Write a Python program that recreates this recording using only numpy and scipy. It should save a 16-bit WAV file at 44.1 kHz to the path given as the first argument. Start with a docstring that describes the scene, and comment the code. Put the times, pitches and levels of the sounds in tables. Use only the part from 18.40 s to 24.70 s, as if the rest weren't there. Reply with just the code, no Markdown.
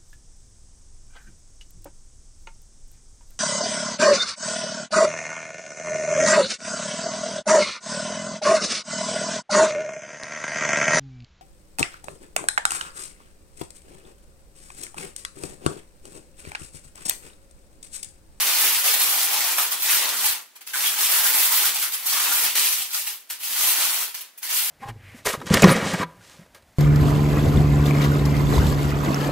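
"""Baking parchment in a kitchen

Stiff parchment is pulled and folded back from a loaf in a small hard-walled kitchen. Thousands of tiny
creases buckle each second as random clicks; larger folds give way in noisy bursts that ring the facets,
single creases pop, and passing hollows of the bent sheet colour the crackle as brief resonances.
Diffuse room tails smear the crackle into a rustle; faint shaped noise under it is the room tone."""
import sys
import numpy as np
from scipy import signal
from scipy.fft import rfft, irfft, next_fast_len
from scipy.io import wavfile
from scipy.ndimage import uniform_filter1d, map_coordinates

SR = 44100
rng = np.random.default_rng(int(sys.argv[2]) if len(sys.argv) > 2 else 0)


def ratio(d):
    """dB to gain"""
    e = np.asarray(d, float) / 20
    return 10 ** e


def store_wav(level_fs):
    """Save 16-bit WAV to argv[1]."""
    pcm = np.round(np.clip(np.atleast_2d(level_fs), -1, 1) * 32767)
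    wavfile.write(sys.argv[1], SR, pcm.T.astype(np.int16))


N = 277830
CENTRES_HZ = 45 * 2 ** np.arange(0, 9.1, 0.5)


def rms_one(x):
    """Scale to unit rms."""
    return x / np.sqrt(np.mean(x ** 2) + 1e-20)


def at_hz(points, hz):
    """Read an (f/Hz, value) table on a log frequency axis."""
    table_hz, values = np.transpose(points)
    return np.interp(np.log(hz), np.log(table_hz), values)


def drift(rate_hz):
    """Slow random wander of unit rms: noise through two equal poles at rate_hz."""
    step = 40  # samples between computed points
    pole = np.exp(-2 * np.pi * rate_hz * step / SR)
    white = rng.standard_normal(N // step + 2002)
    slow = rms_one(signal.lfilter([1], [1, -2 * pole, pole ** 2], white)[2000:])
    return np.interp(np.arange(N) / step, np.arange(len(slow)), slow)


def bands(length):
    """Half-octave bands as overlapping cosine windows whose powers add to one."""
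    hz = np.maximum(np.arange(length // 2 + 1) * SR / length, 1)
    windows = [np.cos(np.pi * np.clip(np.log2(hz / centre), -0.5, 0.5)) for centre in CENTRES_HZ]
    return hz, windows


def add_burst(envelope, start_s, level_db, peak_ms):
    """Add a quick rise, peaking after peak_ms, then a settling decay."""
    at = round(start_s * SR)
    t = np.arange(3000) / SR / (max(peak_ms, 0.1) / 1000)
    burst = ratio(level_db) * (t * np.exp(1 - t)) ** 2
    envelope[at:at + len(t)] += burst[:N - at]


# Left-right likeness of the diffuse sound: f/Hz, correlation [0..1]
STEREO_LIKENESS = [(60, 0.37), (150, 1), (380, 0.81), (950, 0.51), (2380, 0.63), (5980, 0.013),
                   (15000, 0.07)]


def stereo_noise(length, gain):
    """Diffuse noise mixed band by band from mid and side; gain(hz) shapes each band."""
    out = 0
    white = rfft(rng.standard_normal((2, 2, length)))  # neighbouring bands use separate noises
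    for k, (hz, band) in enumerate(zip(CENTRES_HZ, bands(length)[1])):
        mid, side = irfft(white[k % 2] * band, length)
        alike = at_hz(STEREO_LIKENESS, hz)
        pair = np.sqrt(1 + alike) * mid + np.sqrt(1 - alike) * side * [[1], [-1]]
        out = out + gain(hz) * pair
    return out


# Room tone spectrum, shape only: f/Hz, level/dB per Hz
TONE_SPECTRUM = [(35, -55), (60, -25), (250, -6), (1000, -3), (2350, -2), (4200, -5), (12700, -8),
                 (16000, -12)]


def room_tone():
    """Steady diffuse noise of unit rms."""
    return rms_one(stereo_noise(N, lambda hz: ratio(at_hz(TONE_SPECTRUM, hz))))


# Low room modes: f/Hz, width/Hz, gain/dB
ROOM_MODES = [(213, 17, 5.5), (304.6, 22, 6.5), (412, 33, 8), (536, 38, 3), (772, 78, -3.5)]
# Reverberation time: f/Hz, T60/s
REVERB_T60 = [(150, 0.31), (800, 0.29), (3000, 0.22), (8000, 0.14), (15000, 0.038)]


def kitchen(x, count, stay_s):
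    """Creases sound from changing spots, each with a diffuse tail; low modes colour the sum."""
    t, size = np.arange(SR // 2) / SR, next_fast_len(N + SR)
    stay_index = (np.arange(N) / (stay_s * SR)).astype(int)
    spot = rng.integers(0, count, N)[stay_index]
    gather = np.clip(t / 0.0049, 0, 1)  # reflections take a moment to gather

    def decay(hz):
        """Exponential decay of one band, with energy evened over T60."""
        t60_s = at_hz(REVERB_T60, hz)
        return ratio(-60 * t / t60_s) / np.sqrt(t60_s)

    out = 0
    for k in range(count):
        tail = gather * stereo_noise(len(t), decay)
        tail = tail / np.sqrt(np.sum(tail ** 2, axis=1, keepdims=True))
        here = uniform_filter1d(1.0 * (spot == k), size=65)  # soft switch between spots
        out = out + rfft(x * here, size) * rfft(tail, size)
    hz = np.arange(size // 2 + 1) * SR / size
    modes_db = sum(db / (1 + (2 * (hz - f) / width) ** 2) for f, width, db in ROOM_MODES)
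    return irfft(out * ratio(modes_db), size)[:, :N]


def direct(x, lag_samples, spread_samples):
    """Creases all over the sheet reach two ports with a lag that keeps changing."""
    half = (lag_samples + spread_samples * drift(62)) / 2
    n = np.arange(N)
    return np.array([map_coordinates(x, [n - side * half], order=3, mode="nearest") for side in (1, -1)])


# Hollows of the bent sheet: middle t/s, f/Hz, rms level before fading/dB, half length/ms
SHEET_HOLLOWS = [(.464, 576, -43, 62), (.808, 734, -47.5, 130), (.933, 845, -41, 100),
                 (1.018, 730, -43.5, 64), (1.212, 870, -44, 53), (1.475, 1840, -42, 33),
                 (1.636, 605, -48, 110), (1.87, 870, -45, 53), (2.34, 1550, -35.5, 38),
                 (2.47, 3350, -35, 33), (2.574, 910, -49, 41), (2.865, 1600, -37, 27),
                 (2.973, 700, -37, 25), (3.255, 1540, -37, 29), (3.44, 1320, -45, 37),
                 (3.761, 1180, -38, 73), (3.926, 1390, -39, 58), (4.535, 1350, -50, 65),
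                 (5.258, 634, -45, 38)]


def hollows(crackle):
    """Each passing hollow is a resonance driven by the crackle, swelling and fading."""
    out = np.zeros(N)
    for s, hz, level_db, half_ms in SHEET_HOLLOWS:
        half = round(half_ms * SR / 1000)
        part = slice(max(round(s * SR) - half, 0), round(s * SR) + half)
        b, a = signal.iirpeak(hz, 9.3, fs=SR)
        ringing = rms_one(signal.lfilter(b, a, crackle[part]))
        out[part] += ratio(level_db) * ringing * np.hanning(len(ringing))
    return out


# Tugs of the hands: full strength from t/s, relative crackle level/dB, held/ms, 20 dB swell/ms
HAND_TUGS = [(0.01, -24.5, 7.9, 280), (0.072, -25.5, 140, 97), (0.214, -27, 171, 36.0),
             (0.464, -24, 68, 81), (0.602, -27, 239.0, 62.0), (0.903, -29.5, 86, 170),
             (1.064, -28.5, 60, 250), (1.181, -27.5, 47.0, 44.0), (1.322, -31.5, 4.7, 79),
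             (1.496, -25, 72, 173), (1.596, -29.3, 97.0, 261.0), (1.729, -32, 130, 70),
             (1.85, -27, 39, 123), (2.27, -43.5, 28, 6.0), (2.339, -31.5, 100, 12.0),
             (2.469, -25, 6.7, 126), (2.605, -26, 60, 107), (2.702, -26.5, 98, 85), (2.845, -26, 52, 90.0),
             (2.95, -26, 127, 94), (3.117, -26, 154, 22), (3.342, -32.5, 71, 71), (3.422, -29, 9.7, 4.5),
             (3.537, -32, 4.4, 41), (3.691, -26.5, 155, 91.0), (3.89, -26.5, 104, 90.0),
             (4.039, -26, 38, 90.0), (4.154, -26, 103, 12), (4.277, -27.5, 50, 230), (4.387, -32, 26, 62.0),
             (4.536, -32, 60, 55), (4.666, -36.5, 32, 32.0), (4.902, -36, 1.1, 10), (5.036, -34.5, 125, 48),
             (5.21, -25.5, 98, 143), (5.393, -27, 105, 216.0), (5.526, -31, 100, 16.0),
             (5.746, -40, 39, 10.0), (6.032, -37.5, 120, 21), (6.103, -32, 230, 36),
             (6.166, -29.5, 20.0, 60.0)]


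def pull_db(t):
    """Each tug swells, holds and lets go; overlapping tugs add in power."""
    swell_db, release_db_per_s = 20, 184.5
    power = 1e-9
    for s, level_db, held_ms, swell_ms in HAND_TUGS:
        before_s = np.maximum(s - t, 0)
        after_s = np.maximum(t - s - held_ms / 1000, 0)
        tug_db = level_db - swell_db * before_s / (swell_ms / 1000) - release_db_per_s * after_s
        power = power + ratio(tug_db) ** 2
    return 10 * np.log10(power)


# Slack of the moving paper, which flexes in large facets: t/s, mean large-facet level/dB
PAPER_SLACK = [(0, 0.2), (0.35, 1), (0.9, 0.5), (1.3, 1.5), (1.55, 0.5), (1.9, 0.1), (2.4, -1), (2.75, 0.5),
               (3.2, 1.5), (3.45, -1.8), (3.8, -0.7), (4.1, 0.8), (4.35, -6), (5.1, -2.5), (5.3, 1.1),
               (5.65, -1.5), (6.1, -1), (6.3, -5.5)]


def facet_sizes(t):
    """Slack raises large facets and lowers small ones; both wander. 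Returns two dB curves."""
    small_per_slack, wander_db = -0.23, 1.5
    slack_db = np.interp(t, *np.transpose(PAPER_SLACK))
    return slack_db + wander_db * drift(9), small_per_slack * slack_db + wander_db * drift(2)


def facet_db(hz, level_db, large_db, small_db):
    """Large facets sound the low end, small ones the top."""
    large = np.clip(np.log2(2600 / hz), 0, 1)
    small = np.clip(np.log2(hz / 6500), 0, 1)
    return level_db + large * large_db + small * small_db


# Single creases popping: start t/s, relative peak level/dB
CREASE_SNAPS = [(0.5989, -20), (1.2657, -23), (1.7383, -21), (2.211, -41), (2.2665, -35), (2.2752, -32),
                (2.3422, -26), (2.3572, -21), (2.5414, -20), (2.7389, -17), (3.2929, -18), (3.7319, -17),
                (4.5459, -19), (4.8118, -46), (5.7443, -28), (5.7495, -29), (5.9783, -47), (6.0302, -29),
                (6.0677, -26)]


def snaps():
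    """A crease pops as a very short burst of random-sign samples."""
    envelope = np.zeros(N)
    for s, level_db in CREASE_SNAPS:
        add_burst(envelope, s, level_db, peak_ms=0.35)
    return envelope * rng.choice([-1, 1], N)


# Folds giving way: mid-rise t/s, relative peak level/dB, facet ring f/Hz, half the rise/ms
LARGE_FOLDS = [(0.361, -27.5, 3960, 2.3), (0.4416, -23.5, 1770, 3.6), (0.5984, -45, 4080, 3.3),
               (1.0035, -26, 1780, 3.2), (1.1827, -23, 837, 2.4), (1.315, -30, 970, 5.7),
               (1.3887, -41, 2870, 2.2), (1.4223, -31, 4390, 4.0), (1.44, -33.5, 1840, 5.8),
               (1.738, -38, 2300, 4.9), (1.8108, -36, 3600, 4.0), (2.1557, -48, 1770, 4.5),
               (2.2099, -45.5, 2466, 3.9), (2.2722, -39, 4600, 1.7), (2.3353, -34, 1840, 3.9),
               (2.37, -27, 1500, 1.4), (2.5406, -33, 4960, 2.5), (2.585, -34, 2920, 5.2),
               (2.7591, -25.5, 1470, 4.7), (3.2919, -41, 3920, 4.0), (3.3554, -27.5, 3500, 4.3),
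               (3.416, -31.5, 3770, 5.4), (3.5199, -35.5, 4380, 3.6), (3.537, -37, 4330, 3.3),
               (3.6277, -45, 4370, 3.3), (3.6604, -31.5, 4970, 5.7), (3.798, -26, 1610, 2.2),
               (3.8526, -32, 1420, 10), (4.1545, -24.5, 1690, 2.5), (4.419, -30.5, 2750, 1.7),
               (4.5062, -38.5, 4030, 4.0), (4.542, -28, 4440, 2.3), (4.669, -30, 2430, 4.0),
               (4.9013, -34, 1710, 3.2), (5.002, -43.5, 2800, 5.2), (5.032, -38, 3040, 2.4),
               (5.7436, -36.5, 2270, 3.8), (5.809, -40.5, 3000, 3), (5.9765, -51, 2430, 4.3),
               (6.0292, -38.5, 2020, 5.5), (6.1, -30.5, 3170, 5.7)]


def fold_envelope(hz, colours_db):
    """Fold bursts in one band, stronger near each fold's facet ring."""
    ring_gain_db, ring_octaves = 5.5, 0.38
    envelope = np.zeros(N)
    for (s, level_db, ring_hz, half_ms), (large_db, small_db) in zip(LARGE_FOLDS, colours_db):
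        ring_db = ring_gain_db * np.exp(-(np.log2(hz / ring_hz) / ring_octaves) ** 2)
        band_db = facet_db(hz, level_db + ring_db, large_db, small_db)
        add_burst(envelope, s - half_ms / 1000, band_db, 2 * half_ms)
    return envelope


def crease_clicks(level_db):
    """Three trains of random clicks; a harder pull buckles more creases, at equal mean power."""
    creases_per_s, rate_db_per_db, size_spread_db = 9000, 0.63, 3.5  # rate at level -28 dB
    chance = np.clip(creases_per_s * ratio(rate_db_per_db * (level_db + 28)) / SR, 0, 1)
    sizes = rms_one(ratio(size_spread_db * np.minimum(rng.exponential(1, (3, N)), 5)))
    signs = rng.choice([-1, 1], (3, N))
    return sizes * signs * (rng.random((3, N)) < chance) / np.sqrt(chance)


# Radiation of the sheet: f/Hz, gain/dB
SHEET_GAIN = [(35, -79), (60, -66), (103, -36), (206, -19), (361, -17), (405, -16), (575, -12.5), (854, -1),
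              (1210, -2), (2800, 2.5), (7280, 1.5), (12400, 5.5), (15700, 4.5)]


def parchment(common, clump_db, patch_db):
    """Buckling creases felt partly by the whole sheet, partly by facets of one size, plus folds and snaps."""
    t = np.arange(N) / SR
    level_db = np.interp(t, t[::40], pull_db(t[::40]))
    large_db, small_db = facet_sizes(t)
    colours_db = 3.5 * rng.standard_normal((len(LARGE_FOLDS), 2))  # large, small facets of each fold
    clicks = crease_clicks(level_db)
    clumps_db = clump_db * drift(67)  # creases set off their neighbours
    ragged = rms_one(rng.standard_normal(N) * ratio(2.5 * drift(250)))  # a fold goes in uneven jerks
    pops = snaps()
    size = next_fast_len(N)
    axis_hz, windows = bands(size)
    out = 0
    for k, (hz, band) in enumerate(zip(CENTRES_HZ, windows)):
        patches_db = patch_db * drift(32)
        gain = ratio(facet_db(hz, level_db, large_db, small_db) + clumps_db + patches_db)
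        folds = fold_envelope(hz, colours_db) * ragged
        whole = np.sqrt(common) * clicks[2] * gain + folds + pops
        own = np.sqrt(1 - common) * clicks[k % 2] * gain
        # whole-sheet sound adds in amplitude across bands, own sound in power
        out = out + band ** 2 * rfft(whole, size) + band * rfft(own, size)
    return irfft(out * ratio(at_hz(SHEET_GAIN, axis_hz)), size)[:N]


def scene():
    """Paper heard directly and through the room, over the room tone."""
    paper_db, tail_db, tone_db = 2.5, -0.5, -57
    paper = ratio(paper_db) * parchment(common=0.36, clump_db=1.0, patch_db=1.0)
    paper = paper + hollows(paper)
    wet = ratio(tail_db) * kitchen(paper, count=10, stay_s=0.012)
    near = direct(paper, lag_samples=1.56, spread_samples=3.92)
    balance = ratio([[0.2], [-0.2]])  # left, right
    return (near + wet) * balance + ratio(tone_db) * room_tone()


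def top_cut(x):
    """Nothing passes above the cut-off."""
    return signal.sosfilt(signal.butter(12, 17060, fs=SR, output="sos"), x)


def record(dry):
    """The microphone drops the bass; the top is cut steeply."""
    low_cut_hz, top_cut_hz = 144, 15730
    thin = signal.sosfilt(signal.butter(3, low_cut_hz, "high", fs=SR, output="sos"), dry)
    cut = signal.sosfilt(signal.ellip(14, 0.2, 70, top_cut_hz, fs=SR, output="sos"), thin)
    return top_cut(cut)


dry = scene()
out = record(dry)
store_wav(out)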